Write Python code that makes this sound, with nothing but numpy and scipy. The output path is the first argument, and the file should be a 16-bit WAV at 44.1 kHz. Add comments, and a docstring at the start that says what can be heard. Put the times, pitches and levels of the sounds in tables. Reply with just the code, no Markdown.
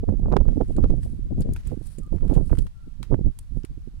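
"""Wind over fence work.

Out in the open, wind rumbles, flutters, thumps and pops on the microphone's two ports, mostly the right.
Close by, under the buffeting, gloved hands work steel pliers and a wire clip on barbed wire: the steel
gives small dry clicks, the gloves rub and catch. Far off, a bird whistles twice over faint outdoor air."""
import sys
import numpy as np
from scipy import signal
from scipy.fft import rfft, irfft
from scipy.io import wavfile
from scipy.ndimage import uniform_filter1d, map_coordinates

SR = 44100
rng = np.random.default_rng(int(sys.argv[2]) if len(sys.argv) > 2 else 0)


def dump(signal):
    """Clip the signal to [-1, 1] and save it as 16-bit WAV at the path in sys.argv[1]."""
    limited = np.clip(np.atleast_2d(signal).T, -1, 1)
    pcm = np.round(limited * 32767).astype(np.int16)
    wavfile.write(sys.argv[1], SR, pcm)


N = 176400

# The wind's push on each microphone port. 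Each row: time in seconds, relative level in dB.
LEFT_PORT_PUSH = [(0, -23.5), (.09, -58), (.17, -40), (.3, -29.5), (.7, -34), (.95, -28), (1.2, -41.5),
                  (1.32, -24.5), (1.53, -31), (1.6, -33.5), (1.76, -61.5), (2.05, -42), (2.65, -34.5),
                  (2.9, -51.5), (2.99, -75), (3.13, -43), (3.28, -38), (3.42, -42.5), (3.65, -57),
                  (3.73, -38), (4, -40.5)]
RIGHT_PORT_PUSH = [(0, -22.5), (.22, -25.5), (0.332, -19), (.5, -20), (.66, -22.5), (.85, -20.5),
                   (.95, -22), (1.22, -31), (1.4, -22.5), (1.52, -28.5), (1.58, -45), (1.68, -40),
                   (1.74, -28), (1.95, -30.5), (2.109, -26), (2.151, -18), (2.28, -22), (2.319, -16.5),
                   (2.459, -22.5), (2.505, -22.5), (2.55, -14), (2.68, -34.5), (2.752, -52.5),
                   (2.92, -34.5), (3.134, -19.5), (3.29, -28.5), (3.432, -42.5), (3.571, -17), (3.651, -40),
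                   (4, -30.5)]
# Eddies striking a port. Each row: centre in seconds, half-width in seconds, level in dB, port L or R.
EDDY_STRIKES = [(0.036, 0.0056, -17.5, "R"), (0.091, 0.021, -21, "L"), (0.098, 0.016, -18.5, "R"),
                (.137, .03, -23, "R"), (0.196, .015, -25.5, "R"), (0.232, 0.016, -29.5, "R"),
                (0.259, 0.018, -35, "L"), (.26, 0.012, -22, "R"), (0.282, 0.012, -21.5, "R"),
                (0.333, 0.018, -17, "R"), (0.331, 0.017, -22, "L"), (0.364, .012, -13, "R"),
                (0.394, 0.025, -24.5, "R"), (0.459, 0.021, -25.5, "R"), (0.488, 0.014, -31, "R"),
                (0.523, 0.03, -32, "L"), (0.528, 0.01, -23.5, "R"), (0.569, 0.02, -28, "L"),
                (.575, 0.029, -18, "R"), (0.614, 0.02, -15, "R"), (0.703, 0.02, -24.5, "R"),
                (0.763, .014, -26, "L"), (0.785, .018, -15, "R"), (0.788, 0.019, -26, "L"),
                (0.85, 0.025, -19, "R"), (0.903, 0.015, -25, "L"), (0.909, 0.013, -22.5, "R"),
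                (0.929, 0.021, -18.5, "R"), (0.934, .015, -30, "L"), (0.988, 0.017, -25.5, "R"),
                (1.061, 0.016, -24, "L"), (1.137, 0.015, -29.5, "L"), (1.194, 0.015, -30.5, "L"),
                (1.24, 0.01, -64, "L"), (1.32, 0.019, -20.5, "L"), (1.39, 0.037, -25.5, "R"),
                (1.459, 0.022, -23, "L"), (1.494, 0.017, -25.5, "L"), (1.524, .013, -25, "L"),
                (1.728, 0.036, -23.5, "R"), (1.777, 0.013, -25.5, "R"), (1.815, 0.016, -28.5, "R"),
                (1.997, 0.021, -28.5, "R"), (2.074, .017, -32.5, "L"), (2.135, .02, -23, "R"),
                (2.203, 0.014, -40, "R"), (2.323, .032, -17, "R"), (2.366, .013, -21, "R"),
                (2.415, 0.02, -24, "R"), (2.476, 0.015, -30.5, "R"), (2.529, 0.015, -16.5, "R"),
                (2.594, 0.023, -23.5, "R"), (2.873, 0.021, -35.5, "L"), (3.01, 0.02, -29.5, "R"),
                (3.133, 0.032, -17, "R"), (3.142, .014, -31.5, "L"), (3.19, .014, -26.5, "R"),
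                (3.213, 0.014, -22.5, "R"), (3.267, 0.036, -25.5, "R"), (3.266, 0.018, -30.5, "L"),
                (3.528, 0.025, -36.5, "R"), (3.569, 0.026, -29, "R"), (3.644, 0.0073, -23.5, "R"),
                (3.707, 0.016, -35, "L"), (3.779, .025, -35, "R"), (3.878, 0.011, -30, "R"),
                (3.942, 0.019, -39.5, "L")]
# Gusts slapping the right port. Each row: start in seconds, peak in dB, rise time in seconds.
GUST_THUMPS = [(0.319, -12, 0.0049), (.48, -2.5, 0.0044), (0.837, -5.5, 0.0045), (0.898, -5.5, 0.01),
               (2.123, -8, 0.0058), (2.294, -5, 0.0044), (2.364, -11, 0.0021), (2.405, -18.5, 0.0014),
               (2.514, -2, 0.0049), (2.533, -13, 0.0013), (2.581, -6.5, 0.0037), (3.182, -15, 0.005),
               (3.212, -16.5, 0.0023), (3.572, -10, 0.0025)]
# The hardest jolts on the right port. Each row: start in seconds, peak in dB, cut-off in Hz.
PORT_POPS = [(0.0404, -28.5, 720), (0.089, -21.5, 1490), (.258, -20, 970), (0.2832, -20, 980),
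             (.3172, -19, 1400), (0.3244, -15, 12200), (.331, -10, 1340), (.338, -10.5, 1200),
             (.3672, -3.5, 11800), (.455, -28.5, 900), (.4875, -23, 8000), (0.6108, -14, 1040),
             (0.6112, -23.5, 11900), (0.7794, -24.5, 1010), (0.8414, -15.5, 10300), (.858, -26, 1000),
             (.904, -23.5, 990), (1.489, -31, 900), (2.128, -28, 795), (2.299, -20.5, 4070),
             (2.31, -21, 790), (2.32, -30, 686), (2.408, -27, 800), (2.505, -30, 7000), (2.529, -16, 2000),
             (3.116, -21, 950), (3.125, -15.5, 1100), (3.1428, -13.5, 3020)]
# The tone of a pop before its cut-off. Each row: frequency in Hz, gain in dB.
POP_SPECTRUM = [(100, -15.5), (400, 15.5), (850, 5), (1400, -6.5), (2200, -15), (4000, -23.5),
                (8000, -35.5), (12000, -38.5), (16000, -56)]

# Steel touching wire, close to the microphone. Each row: start in seconds, bright ring and low knock
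# in relative dB, knock centre in Hz, left minus right in dB, contact decay time in seconds.
STEEL_CONTACTS = [(0.094, -53.5, -56, 2950, 16, .001), (0.194, -60, -57, 1700, 6, 0.00089),
                  (.682, -51, -65, 3000, 7, .0008), (.75, -53, -68, 3000, 4, 0.00077),
                  (.7652, -44, -48.5, 2180, -3, .002), (.902, -59, -52, 2940, -6, 0.0016),
                  (.964, -51.5, -61, 3050, -1, 0.00092), (1.032, -52, -51.5, 2020, 2, 0.0037),
                  (1.4075, -33, -45, 3500, 9, 0.00041), (1.42, -56, -48.5, 4940, 3, 0.0048),
                  (1.535, -39.5, -57, 4840, 5.5, 0.0023), (1.562, -48.5, -38, 1710, 0.5, 0.003),
                  (1.673, -38.5, -57, 1700, 11, 0.0011), (1.868, -44, -74, 3000, 10, 0.0027),
                  (1.984, -44, -53.5, 3430, -2.5, 0.0054), (2.034, -51, -64, 3000, 14, .001),
                  (2.064, -57.5, -69, 3000, 8, .001), (2.221, -67, -62, 1800, 6, .001),
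                  (2.279, -54, -52, 1800, 1, 0.0028), (2.338, -47.5, -53, 4020, 11, 0.0088),
                  (2.353, -61, -41, 2190, -6, 0.0009), (2.5865, -38.5, -39.5, 4300, 1.5, 0.0029),
                  (2.667, -55, -43.5, 1400, 0, 0.0022), (3.029, -39.5, -33.5, 2030, 0.5, .0016),
                  (3.3885, -36.5, -48, 2500, -7, 0.002), (3.634, -79, -54, 2760, 12, 0.0037),
                  (3.649, -39.5, -40.5, 2700, 2, 0.0013)]
# Modes of the gripped pliers and taut wire. Each row: frequency in Hz, relative level in dB,
# seconds to fall by 60 dB.
GRIPPED_MODES = [(900, 4, 0.0089), (1480, 4.5, 0.0082), (2280, -1.5, 0.0035), (3050, 5.5, 0.0036),
                 (3920, 2.5, 0.0024), (4660, 11, 0.002), (5840, -19.5, 0.0017), (7270, 13.5, 0.01),
                 (8170, 6.5, 0.023), (8860, 12, 0.0079), (9480, 17, 0.0065), (10820, 16, 0.0025),
                 (12200, 3, 0.0034), (13200, 3, 0.0036), (14400, 7, 0.0038)]
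# Gloves sliding on wire and steel. Each row: peak time, rise and fall in seconds, hiss level in dB,
# dull rub level in dB, left minus right of the hiss in dB.
GLOVE_STROKES = [(.33, 0.034, 0.056, -74, -60.5, 1), (.49, 0.026, 0.21, -75.5, -63, 0),
                 (.72, 0.07, 0.064, -65, -65.5, 9), (0.845, 0.0044, 0.0046, -70, -58, -6),
                 (.89, .02, 0.034, -78, -60, 12), (1.035, 0.011, 0.051, -56, -60, 9),
                 (1.42, 0.01, 0.0039, -49, -53.5, 19), (1.6, 0.13, 0.03, -78, -62, 14),
                 (1.68, 0.052, 0.063, -64.5, -56, 16), (1.864, 0.016, 0.017, -55, -61.5, 7),
                 (1.92, 0.028, 0.045, -58, -63, 14), (2.16, 0.019, 0.023, -69, -65, 11),
                 (2.26, 0.033, 0.03, -94, -74, -1), (2.343, 0.046, 0.048, -59.5, -57, 11),
                 (2.47, 0.027, 0.03, -61, -85, 14), (2.555, .02, .025, -61.5, -65, 4),
                 (2.62, 0.035, 0.022, -61, -80, 13), (3.04, 0.0094, 0.034, -81, -57, -5),
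                 (3.147, .0015, 0.0061, -76, -58, -10), (3.42, 0.059, 0.024, -68.5, -96, 16),
                 (3.58, 0.025, 0.024, -66, -77, 19)]
# A glove dragging over twisted wire. Each row: start and end in seconds, catches per second, level in dB.
GLOVE_DRAGS = [(0.091, .2, 48, -69.5), (2.164, 2.37, 45, -64), (2.494, 2.593, 40, -59.5)]
# The tone of the gloves' hiss, rub and catches. Each row: frequency in Hz, relative density in dB.
HISS_SPECTRUM = [(2000, -21.5), (4400, 6.5), (6600, -0.5), (8000, 8), (9700, 13.5), (11000, 4),
                 (14500, -4.5), (16000, -10)]
RUB_SPECTRUM = [(300, 15.5), (900, 8), (1700, 7), (3000, 4.5), (4800, 0), (6500, -1.5), (12000, -12)]
CATCH_SPECTRUM = [(400, -2), (1100, 9.5), (1900, 3.5), (3000, -2.5), (4600, -14), (9000, -13), (16000, -57)]

# A distant bird. Each row: start and length in seconds, first and last pitch in Hz, level in dB.
BIRD_WHISTLES = [(2.007, .1, 1220, 1205, -58.5), (2.723, 0.205, 1426, 1310, -66.5)]
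# The hiss of the open field. Each row: frequency in Hz, relative density in dB.
AIR_SPECTRUM = [(100, 26), (400, 6.5), (1000, 4), (2200, 0), (4800, -2.5), (6400, -6), (9500, -6),
                (13000, -12.5), (16000, -18)]

WIND_REF_DB = -22  # rumble and eddies brighten above this level and dull below it


def undb(db):
    """Decibels to gain."""
    return 10 ** (np.asarray(db) / 20)


def unit(x):
    """Scale to rms 1."""
    return x / np.sqrt(np.mean(x ** 2) + 1e-20)


def panned(db):
    """Left and right gains for a level difference, at constant power."""
    return unit(undb(np.array([[db], [-db]]) / 2))


def add(out, x, start_s):
    """Mix x into out from a given time."""
    i = int(start_s * SR)
    a, b = max(i, 0), min(i + x.shape[-1], N)
    out[..., a:b] += x[..., a - i:b - i]


def response(points, size):
    """Gain on the FFT grid from (Hz, dB) points."""
    hz, db = np.array(points).T
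    return undb(np.interp(np.log(np.fft.rfftfreq(size, 1 / SR) + 1), np.log(hz), db))


def noise(points):
    """Coloured noise, unrelated left and right."""
    return unit(irfft(rfft(rng.standard_normal((2, N))) * response(points, N), N))


def wander(rate):
    """Smooth random drift of rms 1, with `rate` new values a second."""
    hold = max(int(SR / rate), 1)
    return unit(uniform_filter1d(rng.standard_normal(N)[np.arange(N) // hold], hold))


def wind_rumble(gain_db=2, flutter_db=5, knees_hz=(94, 31.4)):
    """Turbulence on each microphone port: the harder the wind pushes, the higher its spectrum reaches."""
    t, f = np.arange(N) / SR, np.fft.rfftfreq(N, 1 / SR)
    half_octaves_hz = 20 * 2 ** (np.arange(13) / 2)
    out = np.zeros((2, N))
    for port, curve in enumerate((LEFT_PORT_PUSH, RIGHT_PORT_PUSH)):
        times, push_db = np.array(curve).T
        push = undb(np.interp(t, times, push_db) + gain_db + flutter_db * wander(28))
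        cutoff_hz = 60 + 107 * (push / undb(WIND_REF_DB)) ** 0.83
        turbulence = rfft(rng.standard_normal(N))
        total, power = 0, 0
        for hz in half_octaves_hz:
            in_band = np.abs(np.log2((f + 1) / hz)) < 1 / 4
            band = unit(irfft(turbulence * in_band, N))
            # The spectrum is flat below the port's knee and falls above it.
            gain = np.sqrt(hz) / np.hypot(hz, knees_hz[port]) * np.exp(-hz / cutoff_hz)
            total += gain * band
            power += gain ** 2
        out[port] = push * total / np.sqrt(power)
    return out


def wind_eddies(low_cut_hz=105.4, knee_hz=210, jolt_db=3, size=8192):
    """Patches of turbulence sweep past a port in jolts, fastest mid-way; strong ones are brighter."""
    out = np.zeros((2, N))
    t, f = (np.arange(size) - size // 2) / SR, np.fft.rfftfreq(size, 1 / SR)
    jolts = undb(jolt_db * wander(260))
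    port_tone = f ** 2 / (f ** 2 + low_cut_hz ** 2) / np.hypot(f, knee_hz)
    for centre, half_width, db, port in EDDY_STRIKES:
        cutoff_hz = 280.6 * undb(db - WIND_REF_DB) ** 0.35
        spectrum = port_tone * np.exp(-(f / cutoff_hz) ** 1.185)
        patch = irfft(rfft(rng.standard_normal(size)) * spectrum)
        swell = (1 + (t / half_width) ** 2 / 2) ** -5
        span = (int(centre * SR) + np.arange(size)) % N
        push = swell * uniform_filter1d(jolts[span], size=64)
        travel = np.cumsum(push ** 0.26)  # a harder push carries the patch past faster
        swept = map_coordinates(patch, [travel], mode="wrap")
        eddy = unit(swept * push) * np.sqrt(np.mean(swell ** 2))
        add(out["LR".index(port)], undb(db) * eddy, centre + t[0])
    return out


def wind_thumps(size=4096):
    """A gust slaps the right port with a low thump: the pressure jumps, then sags back past rest."""
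    out, t = np.zeros((2, N)), np.arange(size) / SR
    for start, db, rise in GUST_THUMPS:
        pulse = np.gradient((t / rise) ** 3 * np.exp(-1.5 * t / rise))
        add(out[1], -undb(db) * pulse / pulse.max(), start)
    return out


def wind_pops(wake_db=-2, wake_s=0.003, size=1024):
    """A sudden pressure jump in the right port with a rough wake, over within milliseconds."""
    out, k, f = np.zeros((2, N)), np.arange(size), np.fft.rfftfreq(size, 1 / SR)
    causal_fold = np.where(k == 0, 1, 2 * (k < size // 2))
    for start, db, cutoff_hz in PORT_POPS:
        spectrum = response(POP_SPECTRUM, size) / np.hypot(1, (f / cutoff_hz) ** 3)
        cepstrum = irfft(np.log(spectrum))
        jump = np.exp(rfft(cepstrum * causal_fold))  # minimum phase packs the energy at the front
        wake = rng.standard_normal(size) * np.exp(-k / SR / wake_s)
        roughness = 1 + undb(wake_db) * rfft(wake / np.linalg.norm(wake))
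        pulse = irfft(jump * roughness)
        add(out[1], -undb(db) * pulse / np.abs(pulse).max(), start)
    return out


def plier_clicks(knock_below_hz=6000, spread_db=2.5, crack_db=-12, echo_s=0.011, size=6144):
    """Close up, a brief gritty contact rings the steel, and the gloved grip damps it at once."""
    out, t = np.zeros((2, N)), np.arange(size) / SR
    hz, mode_db, t60 = np.array(GRIPPED_MODES).T[:, :, None]
    low = hz[:, 0] < knock_below_hz
    for start, ring_db, knock_db, knock_hz, pan_db, contact_s in STEEL_CONTACTS:
        spread, detune, phase = rng.standard_normal((3, len(hz), 1))
        grit, scatter = rng.standard_normal((2, 2, size))
        contact = np.exp(-t / contact_s)
        force = unit(grit * contact)
        mode_hz = hz * (1 + 0.02 * detune)
        modes = np.exp(-np.log(1000) * t / t60) * np.sin(2 * np.pi * (mode_hz * t + phase))
        off_centre_db = -6.5 * low[:, None] * np.log2(hz / knock_hz) ** 2
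        modes *= undb(mode_db + spread_db * spread + off_centre_db)
        knock = unit(signal.fftconvolve(force, modes[low].sum(0)[None])[:, :size])
        ring = unit(signal.fftconvolve(force, modes[~low].sum(0)[None])[:, :size])
        click = undb(knock_db) * knock + undb(ring_db) * (ring + undb(crack_db) * force)
        # Ground and fence scatter back a short tail: bright for the ring, dull for the knock.
        for tone, echo_db in ((HISS_SPECTRUM, ring_db - 15.5), (RUB_SPECTRUM, knock_db - 4)):
            echo = irfft(rfft(scatter) * response(tone, size), size) * np.exp(-t / echo_s)
            click += undb(echo_db) * unit(echo)
        add(out, click * np.sqrt(np.mean(contact ** 2)) * panned(pan_db), start)
    return out


def glove_rubs(grain_db=2.5, snag_db=1):
    """Leather and cloth slide near the microphone: hiss over a dull rub, gritty as fibres catch."""
    out, t = np.zeros((2, N)), np.arange(N) / SR
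    hiss, rub = noise(HISS_SPECTRUM), noise(RUB_SPECTRUM)
    for peak, rise, fall, hiss_db, rub_db, pan_db in GLOVE_STROKES:
        slope_s = np.where(t < peak, rise, fall)
        stroke = np.exp(-np.abs((t - peak) / slope_s) ** 0.82)
        out += stroke * (undb(hiss_db) * hiss * panned(pan_db) + undb(rub_db) * rub)
    grit = unit(undb(grain_db * wander(900) + snag_db * wander(60)))
    return out * grit


def glove_catches(decay_s=0.0035, spread_db=2, max_catches=24, size=1024):
    """A glove sticks and slips over twisted wire in an uneven run of tiny dry catches."""
    envelope = np.zeros(N)
    catch = np.exp(-np.arange(size) / SR / decay_s)
    for start, end, rate, db in GLOVE_DRAGS:
        jitter, strengths = rng.standard_normal((2, max_catches))
        times = start + (np.arange(max_catches) + 0.25 * jitter) / rate
        run_rms = np.sqrt(np.sum(catch ** 2) * rate / SR)
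        for time, strength in zip(times, strengths):
            if time < end:
                add(envelope, undb(db + spread_db * strength) * catch / run_rms, time)
    bursts = envelope * rng.standard_normal((2, N))
    return irfft(rfft(bursts) * unit(response(CATCH_SPECTRUM, N)), N)


def far_bird(waver=0.024, pan_db=-20.5):
    """Soft, wavering, slightly falling whistles from far off to the right."""
    out = np.zeros(N)
    for start, length, first_hz, last_hz, db in BIRD_WHISTLES:
        n = int(length * SR)
        hz = np.linspace(first_hz, last_hz, n) * (1 + waver * wander(120)[:n])
        swell = np.sin(np.linspace(0, np.pi, n))
        add(out, undb(db) * swell * np.sin(2 * np.pi * np.cumsum(hz) / SR), start)
    return out * panned(pan_db)


def open_air(left_db=-62.5, right_db=-58):
    """The faint, even hiss of the field all around."""
    return noise(AIR_SPECTRUM) * undb([[left_db], [right_db]])


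def scene():
    """Wind right on the microphone, the handwork close by, the open field behind."""
    wind = wind_rumble() + wind_eddies() + wind_thumps() + wind_pops()
    handwork = plier_clicks() + glove_rubs() + glove_catches()
    return wind + handwork + far_bird() + open_air()


def record(dry, top_hz=15800):
    """The recorder clips at full scale and cuts the top treble steeply."""
    low_pass = signal.ellip(8, 0.2, 80, top_hz, fs=SR, output="sos")
    return signal.sosfilt(low_pass, np.clip(dry, -1, 1))


dry = scene()
out = record(dry)
dump(out)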